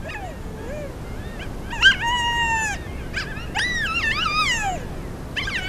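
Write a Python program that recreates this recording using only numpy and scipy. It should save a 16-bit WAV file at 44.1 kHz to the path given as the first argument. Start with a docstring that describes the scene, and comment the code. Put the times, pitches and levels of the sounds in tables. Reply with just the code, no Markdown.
"""A short, sharp yip sinks into a soft whine: a coyote a few metres off in a thicket at night.
It builds to loud yips and howls while a packmate, a thin high voice and a distant chorus answer.
Vocal folds sing clean overtones that flip register with a crack of air; throat and jaw colour them,
and fast glides turn them hoarse. Trees add a short echo over the hiss of night air and a trail camera."""
import sys
import numpy as np
from scipy import signal
from scipy.fft import rfft, irfft, next_fast_len
from scipy.io import wavfile
from scipy.ndimage import uniform_filter1d

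SR = 44100
rng = np.random.default_rng(int(sys.argv[2]) if len(sys.argv) > 2 else 0)


def bounce(signal):
    """Save signal as a 16-bit WAV file at the path given by the first command-line argument."""
    frames = np.transpose(np.atleast_2d(signal))
    limited = np.clip(frames, -1, 1)
    pcm = np.round(limited * 32767).astype(np.int16)
    wavfile.write(sys.argv[1], SR, pcm)


N = 250488
TOP_HZ = 14250

# near coyote, one list per call; rows a millisecond apart are register flips:
# t/s, pitch/Hz, effort/dB, jaw opening/0-1, partials above the 4th/dB
NEAR_CALLS = [
    [(0.045, 529, -53, 0.15, -9), (0.069, 625, -53.5, 0.0, -10), (0.086, 668, -54, 0.04, -9),
     (0.087, 868, -37, 0.7, -16), (0.105, 955, -34.5, 0.64, -10), (0.106, 1240, -36, 0.3, -12),
     (0.132, 1272, -36.5, 1, -12), (0.147, 891, -38.5, 0.3, -18), (0.16, 844, -41.5, 0.1, -20),
     (0.19, 819, -54, 0.01, -22.0), (0.265, 720, -53.5, 0.0, -3), (0.384, 453, -68, 0.1, -8),
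     (0.436, 440, -63, 0.06, -2), (0.574, 431, -62, 0.09, -8), (0.662, 458, -55, 0.1, -4),
     (0.738, 606.6, -52, 0.03, -4), (0.806, 599, -48.5, 0.14, -8), (0.91, 507, -58.5, 0.14, -16.0),
     (0.95, 468, -62, 0.05, -11)],
    [(1.395, 662.0, -39.5, 0.4, -15.0), (1.431, 842, -34.5, 0.71, -18), (1.475, 677.0, -55, 0.7, -16)],
    [(1.705, 757.0, -39, 0.96, -20), (1.733, 974.0, -32, 0.14, -15), (1.795, 810, -38.5, 0.35, -7),
     (1.825, 1001, -28, 0.09, -4), (1.826, 1314, -16, 0.62, -27), (1.856, 1556, -11.5, 0.19, -19.5),
     (1.904, 1616, -18.5, 0.25, -17), (1.92, 1370, -15, 0.29, -37), (1.921, 1071, -23.5, 0.36, -21),
     (1.934, 1015, -27, 0.53, -20), (1.95, 750.0, -33, 0.6, -20.0), (1.988, 720.0, -38, 0.6, -19),
     (2.008, 785, -32.5, 0.5, -15), (2.03, 935, -27.5, 0.29, -27), (2.086, 934, -29, 0.11, -4.5),
     (2.132, 985, -28.0, 0.0, -19), (2.19, 962, -28.5, 0.1, -5), (2.224, 939, -29, 0.14, -10.5),
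     (2.26, 947.0, -30.5, 0.06, -6.5), (2.398, 938, -27, 0.14, -12.5), (2.534, 905, -30.5, 0.17, -7),
     (2.648, 876, -31, 0.25, 1.5), (2.7, 820, -33.5, 0.31, -2), (2.74, 769, -36.5, 0.3, 2),
     (2.77, 542, -47, 1.0, -13)],
    [(3.134, 569, -46, 0.68, -11), (3.146, 590, -34.5, 0.64, -10), (3.156, 683, -40.5, 0.44, -9),
     (3.174, 780, -27, 0.74, -11), (3.195, 886, -33.5, 0.71, -8), (3.211, 721, -31.5, 0.74, -6.5),
     (3.26, 477, -45, 0.81, -16)],
    [(3.548, 694, -39, 0.39, -2), (3.56, 747, -31, 0.4, -5), (3.572, 834.0, -34.5, 0.1, -6),
     (3.593, 1010, -20, 0.66, -4), (3.594, 1536, -22, 1.0, -11.0), (3.62, 1822, -21.5, 1.0, -3),
     (3.66, 1970, -22.0, 1.0, -16), (3.734, 1940, -24.5, 0.93, -14), (3.806, 1823, -24.5, 0.82, -14),
     (3.854, 1624, -26, 0.4, -5), (3.88, 1287, -27.0, 0.56, -17), (3.924, 1314, -27.5, 0.73, -14),
     (3.974, 1410, -24.0, 0.38, -16), (4.0, 1318, -25, 0.64, -10), (4.02, 1094, -24.5, 0.77, -17),
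     (4.04, 908, -22.5, 0.63, -15.5), (4.1, 872, -25.5, 0.69, -14), (4.112, 899, -21, 0.7, -18),
     (4.126, 1067, -26.5, 0.77, -11), (4.184, 1246, -25.5, 1.0, -13), (4.23, 1496, -20, 0.12, -35),
     (4.256, 1340.0, -25.5, 0.96, -14), (4.286, 1180, -25.0, 0.91, -13.5), (4.406, 1267, -20.5, 0.99, -14),
     (4.44, 1204, -21.5, 0.68, -7.5), (4.484, 1035, -21.5, 0.77, -7.5), (4.524, 956, -25.0, 0.51, -2),
     (4.654, 801, -37.5, 0.09, -0.5), (4.75, 691, -49, 0.01, -1), (4.786, 529.5, -52.0, 0.32, 3),
     (4.84, 474, -55, 0.17, -2)],
    [(5.357, 698, -53, 0.58, -4), (5.373, 843, -26.5, 0.81, -12.5), (5.388, 997, -27, 0.53, -11),
     (5.405, 1187, -31, 0.56, -16), (5.435, 998, -30.5, 0.89, -8), (5.461, 1210.0, -32, 0.7, -12),
     (5.471, 1218, -35.0, 1, -13.0), (5.473, 1632, -29.5, 0.26, -12), (5.491, 1582, -27, 0.24, -20.0),
     (5.506, 1213, -31.5, 0.92, -8), (5.548, 1024, -27.0, 0.69, -17), (5.59, 767, -30.5, 0.7, -11),
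     (5.608, 736, -39.5, 0.5, -7), (5.64, 745, -34.5, 0.62, -10), (5.68, 769.0, -29.5, 0.67, -10)],
]
# rasp of each near call on a held pitch: hoarseness/0-1
NEAR_HOARSENESS = [0.18, 0.32, .02, 0.4305, 0.196, 0.351]
# spells where strong and weak cycles alternate without a push: t/s, length/s, level re effort/dB
DOUBLED_SPELLS = [(5.588, .1, -11.5)]
# packmate further off, one pitch arch per call:
# t/s, length/s, first f/Hz, turning f/Hz, last f/Hz, turn point/share of length, effort/dB, jaw/0-1
PACKMATE_CALLS = [(0.02, 0.21, 790, 832, 832, .4, -48.5, 0.9), (.18, .215, 835, 950, 920, .45, -47.5, 0.7),
                  (.4, .04, 906, 850, 780, .5, -55, 0.7), (.57, 0.14, 758.4, 827.5, 809, .2, -48.5, 1),
                  (1.05, .158, 678, 731.6, 890, .55, -45.5, 0.9),
                  (1.212, .185, 845, 923, 840, .7, -43.5, 1), (1.62, 0.11, 688, 802, 899, .5, -45.5, 0.77),
                  (2.73, 0.14, 877, 943, 860, .45, -43.5, 1), (2.87, .095, 1027, 1050, 1065, .3, -47, 0.64),
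                  (2.975, 0.097, 920, 765, 790, .6, -46, 0.61),
                  (3.262, .068, 794, 890, 755, .6, -38.5, 0.83), (3.335, 0.13, 770, 941, 920, .7, -46, .8),
                  (4.67, 0.13, 884, 965, 940, .7, -49, 0.81), (4.795, 0.12, 880, 790, 717, .5, -59, .5)]
# thin high voice: same columns
THIN_CALLS = [(2.56, 0.092, 1404, 1536, 1337, 0.49, -42.5, 0.64),
              (3.36, 0.12, 1230, 1426, 1400, 0.68, -37.5, 0.63),
              (3.455, .07, 1413, 1006, 630, 0.49, -59, 0.53),
              (4.165, 0.1, 1395, 1680, 1403, 0.48, -39, 0.7),
              (4.575, 0.12, 1262, 1316, 1230, 0.373, -45.5, 0.86),
              (4.79, .17, 1045, 871, 733, 0.54, -64, 0), (4.965, 0.087, 1224, 1290, 1298, .2, -59, 1)]
# fader ride of the distant chorus: t/s, level/dB
CHORUS_RIDE = [(0, -59), (.9, -55), (1.6, -53), (2.599, -49), (3.1, -46), (3.6, -44), (4.7, -43.5),
               (5.1, -56), (5.35, -54), (5.68, -50)]
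# partials 1-4 at the vocal folds: level/dB
FOLDS_DB = [0.063, 0.064, -1.15, -1.7]
# throat tone for partials 1-4, jaw closed and open: f/Hz, level/dB
CLOSED_LOW = [(430.0, 22.5), (650.0, 23.5), (900.0, 12.5), (1100.0, 4), (1300.0, -13), (1600.0, 9.5),
              (2000.0, -1), (2500.0, 5.5), (3000.0, 1), (3600.0, -23.5), (4400.0, -24), (6000.0, -18)]
OPEN_LOW = [(430, -39), (650, -22), (900, -43), (1100, -18.5), (1300, 9), (1600, 1), (2000, -0.5),
            (2500, -5), (3000, -6), (3600, -8.5), (4400, 0), (5000, -3.5), (5600, -3.5), (6100, -27),
            (7600, -19)]
# open-jaw tone of the packmate, whose 1st partial does not carry: f/Hz, level/dB
PACKMATE_OPEN_LOW = [(700, -26), (1100, -16), (1400, 9), (1800, 0), (2700, -13), (3600, -10.5), (4400, -11)]
# throat and mouth tone for upper partials and breath, jaw closed and open: f/Hz, level/dB
CLOSED_HIGH = [(600, -5), (1600, 12), (2850, -1), (3700, -19), (4700, -30), (5600, -12.5), (6200, -7),
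               (7000, 9), (7600, -2.5), (8300, -13), (9500, -25), (11000, -13), (14000, -34)]
OPEN_HIGH = [(600, -17), (1600, -14), (2850, -1), (3700, 0), (4400, 11), (5050, 18.5), (5500, 6),
             (6000, -4.5), (6700, -10), (7400, -10), (8200, -4), (9300, -7), (11000, -26), (14000, -23)]
# narrow bands that nearby echoes seem to cancel: f/Hz, width/Hz, share removed/0-1
ECHO_NOTCHES = [(1410, 310, 0.74), (4360, 460, 0.64), (5300, 220, 1), (6890, 260, 0.5), (8060, 630, 0.84),
                (11500, 640, 0.67)]
# tone of the noise bed: f/Hz, relative level/dB
HISS_TONE = [(8.8, -47), (15, 0.5), (43, -2.5), (119, -6.5), (223, -11), (289, -13.5), (333, -13.5),
             (766, -22), (936, -25), (1320, -27.5), (2350, -36.5), (11700, -46.5), (14300, -50.5)]


def coyote(calls, held_hoarseness, open_low, partials, doubled=(),
           fade_s=0.0049, waver=0.001993, shimmer_db=1.92):
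    """Vocal folds sing partials on a gliding pitch; hoarse cycles are uneven and leak air."""
    rows = np.concatenate([np.column_stack([call, np.full(len(call), held)])
                           for call, held in zip(calls, held_hoarseness)])
    rows = rows[np.argsort(rows[:, 0])]
    t = np.arange(N) / SR
    slew = int(0.0063 * SR)
    effort_db, jaw, upper_db, hoarse = (uniform_filter1d(np.interp(t, rows[:, 0], column), slew)
                                        for column in rows[:, 2:].T)
    hz, crack, glide = register_flips(np.interp(t, rows[:, 0], np.log(rows[:, 1])), slew)
    jaw = np.clip(jaw, 0, 1)
    hoarse = np.clip(hoarse + 0.222 * glide, 0, 1)  # fast glides roughen the voice
    calling = sum((t > call[0][0] - .001) & (t < call[-1][0] + .001) for call in calls) > 0
    gate = uniform_filter1d(1. * calling, int(fade_s * SR))
    jitter = (0.001514 + 0.01994 * hoarse) * walk(300)
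    phase = 2 * np.pi * np.cumsum(hz * (1 + jitter + waver * walk(25))) / SR

    def throat_db(k, opened, closed):
        """The jaw crossfades partial k between two throat tones."""
        return jaw * colour_db(opened, k * hz) + (1 - jaw) * colour_db(closed, k * hz)

    def partial(k, db):
        """One shimmering line at k times the pitch; high ones blur and drop out in patches."""
        db = db + shimmer_db * walk(30)
        treble = np.clip(k * hz / 1000 - 3.2, 0, 5)
        dropout_db = (1.24 + 4.5 * hoarse) * treble * np.abs(walk(16))
        rasp_db = 5 * hoarse * walk(120)
        smear = (0.014 + 0.26 * hoarse) * walk(200)
        gain = np.sqrt(2) * undb(db - dropout_db + rasp_db) * (k * hz < TOP_HZ)
        return gain * np.sin(k * (phase + smear) + k * k / 3)

    low_db = [effort_db + FOLDS_DB[k - 1] + throat_db(k, open_low, CLOSED_LOW) for k in (1, 2, 3, 4)]
    voice = sum(partial(k, db) for k, db in enumerate(low_db, 1))
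    half_partials = (2.5, 3.5, 4.5)
    for start, length, db in doubled:
        spell = uniform_filter1d(1. * (t > start) * (t < start + length), slew)
        voice += spell * sum(partial(k, effort_db + db) for k in half_partials)
    if partials > 4:
        high_db = effort_db + upper_db
        for k in range(5, partials + 1):
            voice += partial(k, high_db + throat_db(k, OPEN_HIGH, CLOSED_HIGH))
        # pushed hard, strong and weak cycles alternate and lines appear between the partials
        push_db = low_db[0] + 13
        split_db = np.minimum(1.55 * push_db - 14, 0)
        for k in half_partials:
            voice += partial(k, high_db + split_db)
    voice_level = np.sqrt(sum(undb(db) ** 2 for db in low_db))
    air = jaw * noise(OPEN_HIGH) + (1 - jaw) * noise(CLOSED_HIGH)
    air_db = -30 + 18 * hoarse + 10 * crack
    breath = undb(air_db) * voice_level * (1 + np.cos(phase)) * air  # one puff per cycle
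    return gate * (voice + breath)


def register_flips(log_pitch, slew, bend_s=0.01164):
    """The folds bend smoothly but flip at once: gives pitch/Hz, crack/0-1, glide/octaves per 0.1 s."""
    step = np.diff(log_pitch, prepend=log_pitch[0])
    flips = step * (np.abs(step) > 60 / SR)
    register = np.cumsum(flips)
    hz = np.exp(uniform_filter1d(log_pitch - register, int(bend_s * SR)) + register)
    flip_pulse = uniform_filter1d(uniform_filter1d(np.abs(flips), slew), slew)
    crack = np.minimum(flip_pulse * slew * 6, 1)
    glide = uniform_filter1d(np.abs(step - flips), int(0.025 * SR)) * SR / np.log(2) / 10
    return hz, crack, glide


def answers(events, open_low, swell_db=2, **voicing):
    """Lightly hoarse four-partial calls arch through three pitches as the level swells and sinks."""
    arc = np.linspace(-1, 1, 9)
    calls = []
    for start, length, first, mid, last, turn, db, jaw in events:
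        t = start + length * np.interp(arc, [-1, 0, 1], [0, np.clip(turn, .1, .9), 1])
        hz = mid + arc * (last - first) / 2 + arc ** 2 * ((first + last) / 2 - mid)
        effort_db = db - swell_db * arc ** 2
        calls.append(np.column_stack([t, hz, effort_db, np.full(9, jaw), np.zeros(9)]))
    return coyote(calls, [.1] * len(calls), open_low, partials=4, **voicing)


def chorus(voices=9, centre_hz=802, waver=.16, come_go_db=6):
    """Wandering voices far back in the brush; only partials 2 and 3 carry, drifting in and out."""
    blend = np.zeros(N)
    for _ in range(voices):
        hz = centre_hz * np.exp(waver * walk(7) + .01 * walk(200))
        phase = 2 * np.pi * np.cumsum(hz) / SR
        blend += undb(come_go_db * walk(9)) * np.sin(2 * phase)
        blend += undb(come_go_db * walk(14) - 7) * np.sin(3 * phase)
    times, db = np.transpose(CHORUS_RIDE)
    return blend / np.std(blend) * undb(np.interp(np.arange(N) / SR, times, db))


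def trees(x, t60_s=0.27, wet_db=-21, onset_s=0.0056, damping_hz=5000):
    """Trunks and brush scatter a short, dull tail."""
    t = np.arange(int(t60_s * SR)) / SR
    tail = rng.standard_normal(len(t)) * undb(-60 * t / t60_s) * np.minimum(t / onset_s, 1)
    tail = signal.sosfilt(signal.butter(1, damping_hz, fs=SR, output="sos"), tail)
    return undb(wet_db) * signal.fftconvolve(x, tail / np.linalg.norm(tail))[:N]


def echo_notches(x):
    """Narrow bands are scooped out, as if cancelled by echoes near the microphone."""
    for hz, width, share in ECHO_NOTCHES:
        x = x - share * signal.lfilter(*signal.iirpeak(hz, hz / width, fs=SR), x)
    return x


def hiss(level_db=-30.5):
    """A bed of rumble and hiss from night air and preamplifier, swelling a little."""
    return undb(level_db + .5 * walk(1.12)) * noise(HISS_TONE)


def noise(tone):
    """Noise of rms 1, shaped by a tone curve."""
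    size = next_fast_len(N)
    gain = undb(colour_db(tone, np.arange(size // 2 + 1) * SR / size))
    x = irfft(rfft(rng.standard_normal(size)) * gain, size)[:N]
    return x / np.std(x)


def walk(rate_hz):
    """Random sample-and-hold modulator, slewed twice; spread 1."""
    hold = int(SR / rate_hz)
    steps = np.repeat(rng.standard_normal(N // hold + 1), hold)
    x = uniform_filter1d(uniform_filter1d(steps, hold), hold)[:N]
    return x / np.std(x)


def colour_db(tone, hz):
    """Reads a tone curve on a log-frequency axis."""
    f, db = np.transpose(tone)
    return np.interp(np.log(np.maximum(hz, 1)), np.log(f), db)


def undb(db):
    return 10 ** (np.asarray(db) / 20)


def scene():
    """Near coyote up front, the pack behind, all echoing over the noise bed."""
    pack = coyote(NEAR_CALLS, NEAR_HOARSENESS, OPEN_LOW, partials=18, doubled=DOUBLED_SPELLS)
    pack += answers(PACKMATE_CALLS, PACKMATE_OPEN_LOW, waver=0.013, fade_s=0.018, shimmer_db=2.5)
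    pack += answers(THIN_CALLS, OPEN_LOW, fade_s=.02, shimmer_db=0.5)
    pack += chorus()
    return (echo_notches(pack + trees(pack)) + hiss())[None]


def record(dry):
    """The camera's steep low-pass cuts the top end."""
    return signal.sosfilt(signal.ellip(10, .2, 60, TOP_HZ, fs=SR, output="sos"), dry)


dry = scene()
out = record(dry)
bounce(out)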